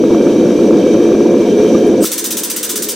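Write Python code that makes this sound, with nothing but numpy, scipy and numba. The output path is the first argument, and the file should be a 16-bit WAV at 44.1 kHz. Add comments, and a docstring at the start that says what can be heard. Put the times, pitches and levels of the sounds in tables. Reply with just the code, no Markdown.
"""A gas forge roars close to the microphone in a workshop, with brief overload crackles and a hissing
burner tube. At two seconds, in the same room, the air valve of a hydraulic press opens with a squeak and
its pump exhausts about 15 puffs a second. Hiss and press reach the microphone with a short room tail.
The puffs drive the camera's gain control down, so the roar ducks away under them."""
import sys
import numpy as np
from scipy import signal
from scipy.fft import rfft, irfft, next_fast_len
from scipy.io import wavfile
from scipy.ndimage import uniform_filter1d, map_coordinates
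from numba import njit

SR = 44100
rng = np.random.default_rng(int(sys.argv[2]) if len(sys.argv) > 2 else 0)


def to_wav(s):
    """Save 16-bit WAV."""
    ch = np.atleast_2d(s).T  # columns
    pcm = np.round(np.clip(ch, -1, 1) * 32767)  # PCM
    wavfile.write(sys.argv[1], SR, pcm.astype(np.int16))


N = 130095

# air escaping from the press, at valve and pump alike (frequency [Hz], relative density [dB])
EXHAUST_SPECTRUM = [(300, -33), (1000, -15.5), (1400, -10), (2300, -11), (3000, -5), (4500, -5), (6100, 0),
                    (7200, -2.5), (8400, 1), (9700, -0.5), (11000, -6.5), (12600, -2), (15500, -3),
                    (17000, -17.5)]


def flame_roar():
    """The turbulent flame rings the forge chamber: close, dry and nearly centred."""
    # broad shape of the roar (frequency [Hz], relative density [dB])
    spectrum = [(20, -50), (65, -37), (105, -21.5), (140, -19), (195, -9.5), (290, -2.5), (385, -6.5),
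                (450, -9), (580, -13), (660, -21), (770, -31), (900, -29), (1400, -46), (2500, -91)]
    # resonances of the forge chamber (frequency [Hz], width [Hz], lift [dB])
    chamber = [(214.8, 36.6, 6.5), (313.3, 22, 4.5), (343.3, 24.5, 9), (420.2, 26.3, 12), (484, 34.3, 8),
               (517.9, 18, 8), (551, 16, 6), (712.5, 40, 10), (950, 8.6, 11)]
    # the part that differs between left and right (frequency [Hz], relative density [dB])
    side_spectrum = [(30, -24), (120, -32.5), (220, -5.5), (350, 2.5), (520, 0.5), (750, -22),
                     (1400, -29.5), (2500, -39), (6000, -81)]
    roar_db, side_db, flutter_db = -7.5, -22, 0.5
    mid = rush(spectrum, chamber)
    side = amp(side_db) * np.outer([1, -1], rush(side_spectrum))
    return amp(roar_db + flutter_db * wobble(rate_hz=6.9)) * (mid + side)


def overload_bursts():
    """Brief low crackles at set times: the sound of the roar's loudest peaks overloading the microphone."""
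    # centre of each crackle (time [s], level [dB])
    bursts = [(0.108, -6), (0.147, -7), (0.268, -7), (0.315, -12), (.457, -6), (.592, -10.5), (0.716, -18),
              (.958, -11), (1.041, -19), (1.151, -9), (1.419, -11.5), (1.602, -10), (1.752, -9.5),
              (1.902, -11)]
    # shape of the overload distortion (frequency [Hz], relative density [dB])
    spectrum = [(30, -17.5), (150, -6), (350, 8), (550, -1.5), (780, -18.5), (1200, -11.5), (1500, -23),
                (2200, -56.5), (6000, -82.5)]
    envelope = sum(amp(db) * swell(at, sigma_s=0.0031) for at, db in bursts)
    return envelope * rush(spectrum)


def burner_hiss():
    """The gas jet hisses through the resonant burner tube and out into the room."""
    # broad shape of the hiss (frequency [Hz], relative density [dB])
    spectrum = [(300, -13), (900, 0.5), (1800, -4), (3400, -1), (4200, -5.5), (6400, -4.5), (7300, -11.5),
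                (9000, -16.5), (14000, -18), (15000, -40)]
    # resonances of the burner tube (frequency [Hz], width [Hz], lift [dB])
    tube = [(1620, 90, 9), (2275, 41, 10), (2380, 88, 12), (3120, 59, 9.5), (3830, 84, 9), (5680, 77, 9.5),
            (6010, 140, 9), (6480, 140, 4), (8100, 370, 4)]
    # slow drift of the hiss, before trim and sway (time [s], level [dB])
    drift = [(0.03, -33), (0.2, -32.5), (0.4, -31.5), (0.6, -32.5), (0.8, -32.5), (0.93, -31), (1.1, -32.5),
             (1.3, -33), (1.5, -32.5), (1.62, -30), (1.8, -31.5), (1.96, -33.5)]
    trim_db, sway_db = 2, 0.68
    hiss = unit(workshop(rush(spectrum, tube)))
    drift_db = np.interp(clock(), *np.transpose(drift))
    return amp(drift_db + trim_db + sway_db * wobble(rate_hz=22)) * hiss


def pump_puffs():
    """Each stroke opens the exhaust port abruptly; the blast sags, then dies as the cylinder empties."""
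    # pump strokes (time [s], relative level [dB], hold before the fast fall [s])
    puffs = [(2.0498, 1.5, 0.023), (2.1153, 3, .025), (2.178, 2, 0.021), (2.24, -0.5, 0.03),
             (2.305, -0.5, 0.022), (2.368, 1.5, .025), (2.4325, 3, .023), (2.498, 4.5, 0.018),
             (2.561, 2, .022), (2.628, 3, 0.027), (2.6915, 0, 0.028), (2.7554, 0, 0.024),
             (2.8205, 1, 0.023), (2.885, -1.5, 0.031)]
    # resonances of the exhaust port (frequency [Hz], width [Hz], lift [dB])
    port = [(2920, 150, 1.5), (3640, 300, 3), (6050, 300, 2.5), (7720, 180, 1), (12600, 260, 1)]
    attack_s, sag_db_per_s, fall_db_per_s = 0.0028, 118, 570
    gain_db, uneven_db = 2.5, 0.56
    flow = np.zeros(N)
    for start, db, hold in puffs:
        age = np.maximum(clock() - start, 0)
        drop_db = sag_db_per_s * age + fall_db_per_s * np.maximum(age - hold, 0)
        flow += np.minimum(age / attack_s, 1) * amp(db - drop_db)
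    return amp(gain_db + uneven_db * wobble(rate_hz=160)) * flow * rush(EXHAUST_SPECTRUM, port)


def valve_squeak():
    """Air squeezes through the opening valve, whistling and leaking ever more until the pump starts."""
    # whistles of the valve (frequency [Hz], width [Hz], start [s], level [dB])
    squeaks = [(8180, 340, 2.004, -30.5), (8070, 650, 2.022, -24), (4940, 250, 2.029, -33),
               (6720, 180, 2.03, -26), (1316, 420, 2.038, -22)]
    leak_start_s, leak_fade_s, open_s, edge_s = 2.005, 0.024, 2.051, 0.004
    leak_peak_db, leak_db_per_s = -13.5, 465
    leak_db = leak_peak_db - leak_db_per_s * np.abs(open_s - clock())
    air = amp(leak_db) * ramp(leak_start_s, leak_fade_s) * rush(EXHAUST_SPECTRUM)
    for hz, width, start, db in squeaks:
        whistle = filtered(rng.standard_normal(N), lambda f: 1 / (1 + (2 * (f - hz) / width) ** 2))
        air += amp(db) * ramp(start, edge_s) * unit(whistle)
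    return air * (1 - ramp(open_s, edge_s))


def faint_tick():
    """A faint bright tick just before the valve opens."""
    # shape of the tick (frequency [Hz], relative density [dB])
    spectrum = [(3000, -23), (7000, 0), (11000, 0), (14000, -6), (15000, -25)]
    start_s, rise_s, t60_s, level_db = 1.863, 0.0037, 0.08, -35
    age = np.maximum(clock() - start_s, 0)
    return ramp(start_s, rise_s) * amp(level_db - 60 * age / t60_s) * rush(spectrum)


def workshop(direct):
    """At the microphone: direct sound plus a short room tail that widens towards the treble."""
    # decay of the room (frequency [Hz], t60 [s])
    decay = [(200, 0.41), (2000, 0.51), (7000, 0.22), (12000, 0.29), (16000, 0.15)]
    # strength of the tail (frequency [Hz], room over direct [dB])
    room_level = [(300, 11), (3000, -7), (8000, -1), (15000, -6.5)]
    # left-right likeness of the tail (frequency [Hz], correlation before clipping to +-1 [ratio])
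    likeness = [(300, 0.77), (2500, 0.83), (4500, 0.25), (7000, 0.05), (15000, -1.5)]
    hz, t, noise = signal.stft(rng.standard_normal((2, SR // 2)), SR, nperseg=256)
    fade = amp(-60 * t / along(decay, hz)[:, None])
    tail = signal.istft(noise * fade, SR, nperseg=256)[1]
    wet = signal.fftconvolve(direct[None], tail / np.linalg.norm(tail[0]), axes=1)[:, :N]

    def mid_side_gains(f):
        angle = np.arccos(np.clip(along(likeness, f), -1, 1)) / 2
        return amp(along(room_level, f)) * [np.cos(angle), np.sin(angle)]

    mid, side = filtered(wet, mid_side_gains)
    return direct + np.array([mid + side, mid - side])


def rush(spectrum, resonances=()):
    """Noise of rms 1: a broad spectrum, lifted at its resonances."""
    lift_db = lambda f: sum(db * np.exp(-2 * ((f - hz) / width) ** 2) for hz, width, db in resonances)
    return unit(filtered(rng.standard_normal(N), lambda f: amp(along(spectrum, f) + lift_db(f))))


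def amp(db):
    """Decibels to gain."""
    return 10 ** (np.asarray(db) / 20)


def unit(x):
    """Scale to rms 1."""
    return x / np.sqrt(np.mean(x ** 2) + 1e-20)


def clock():
    """The time of each sample in seconds."""
    return np.arange(N) / SR


def along(points, hz):
    """Interpolate (frequency [Hz], value) points on a log frequency axis."""
    freqs, values = np.transpose(points)
    return np.interp(np.log(hz + 1), np.log(freqs + 1), values)


def wobble(rate_hz):
    """A smooth curve through rate_hz random knots a second."""
    return map_coordinates(rng.standard_normal(1024), [clock() * rate_hz], mode="mirror")


def filtered(x, response):
    """Filter x by a gain given as a function of frequency."""
    size = next_fast_len(N + SR // 2)
    return irfft(rfft(x, size) * response(np.fft.rfftfreq(size, 1 / SR)), size)[..., :N]


def swell(centre_s, sigma_s):
    """A bell-shaped envelope."""
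    return np.exp(-0.5 * ((clock() - centre_s) / sigma_s) ** 2)


def ramp(start_s, rise_s):
    """An envelope that climbs from 0 to 1 and stays there."""
    return np.clip((clock() - start_s) / rise_s, 0, 1)


@njit
def follow(x, rise, fall):
    """Track x with separate rise and fall times in samples."""
    tracked, level = np.empty_like(x), 0.
    for i in range(len(x)):
        level += (x[i] - level) / (rise if x[i] > level else fall)
        tracked[i] = level
    return tracked


def scene():
    """The forge and the press in one room, heard from one stereo microphone."""
    # stereo balance of the press (frequency [Hz], left minus right [dB])
    balance = [(4000, 0), (6000, -0.5), (8000, -2.5), (10500, -0.5), (13000, 4.5), (15500, 2)]
    press = workshop(pump_puffs() + valve_squeak() + faint_tick())
    press = filtered(press, lambda f: amp(np.outer([0.5, -0.5], along(balance, f))))
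    return flame_roar() + overload_bursts() + burner_hiss() + press


def record(dry):
    """Behind the microphone: gain control that is keenest on treble, soft clipping and a band limit."""
    threshold_db, treble_weight_db, treble_hz = -1, 15, 3600
    grab_s, recover_s, look_ahead_s = 0.0021, 0.082, 0.0028
    linger_s, linger_share = 1.2, 0.8
    clip_db, top_hz = -0.5, 15900
    sensed = filtered(dry, lambda f: 1 + amp(treble_weight_db) * f ** 2 / (f ** 2 + treble_hz ** 2))
    power = np.abs(uniform_filter1d(np.mean(sensed ** 2, axis=0), size=64))
    excess_db = np.maximum(10 * np.log10(power + 1e-12) - threshold_db, 0)
    quick_db = follow(excess_db, grab_s * SR, recover_s * SR)
    lingering_db = linger_share * follow(excess_db, grab_s * SR, linger_s * SR)
    cut_db = np.maximum(quick_db, lingering_db)  # the roar stays down between puffs
    ducked = dry * amp(-np.interp(clock() + look_ahead_s, clock(), cut_db))
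    clipped = ducked / (1 + np.abs(ducked / amp(clip_db)) ** 8) ** (1 / 8)
    return filtered(clipped, lambda f: f < top_hz)


dry = scene()
out = record(dry)
to_wav(out)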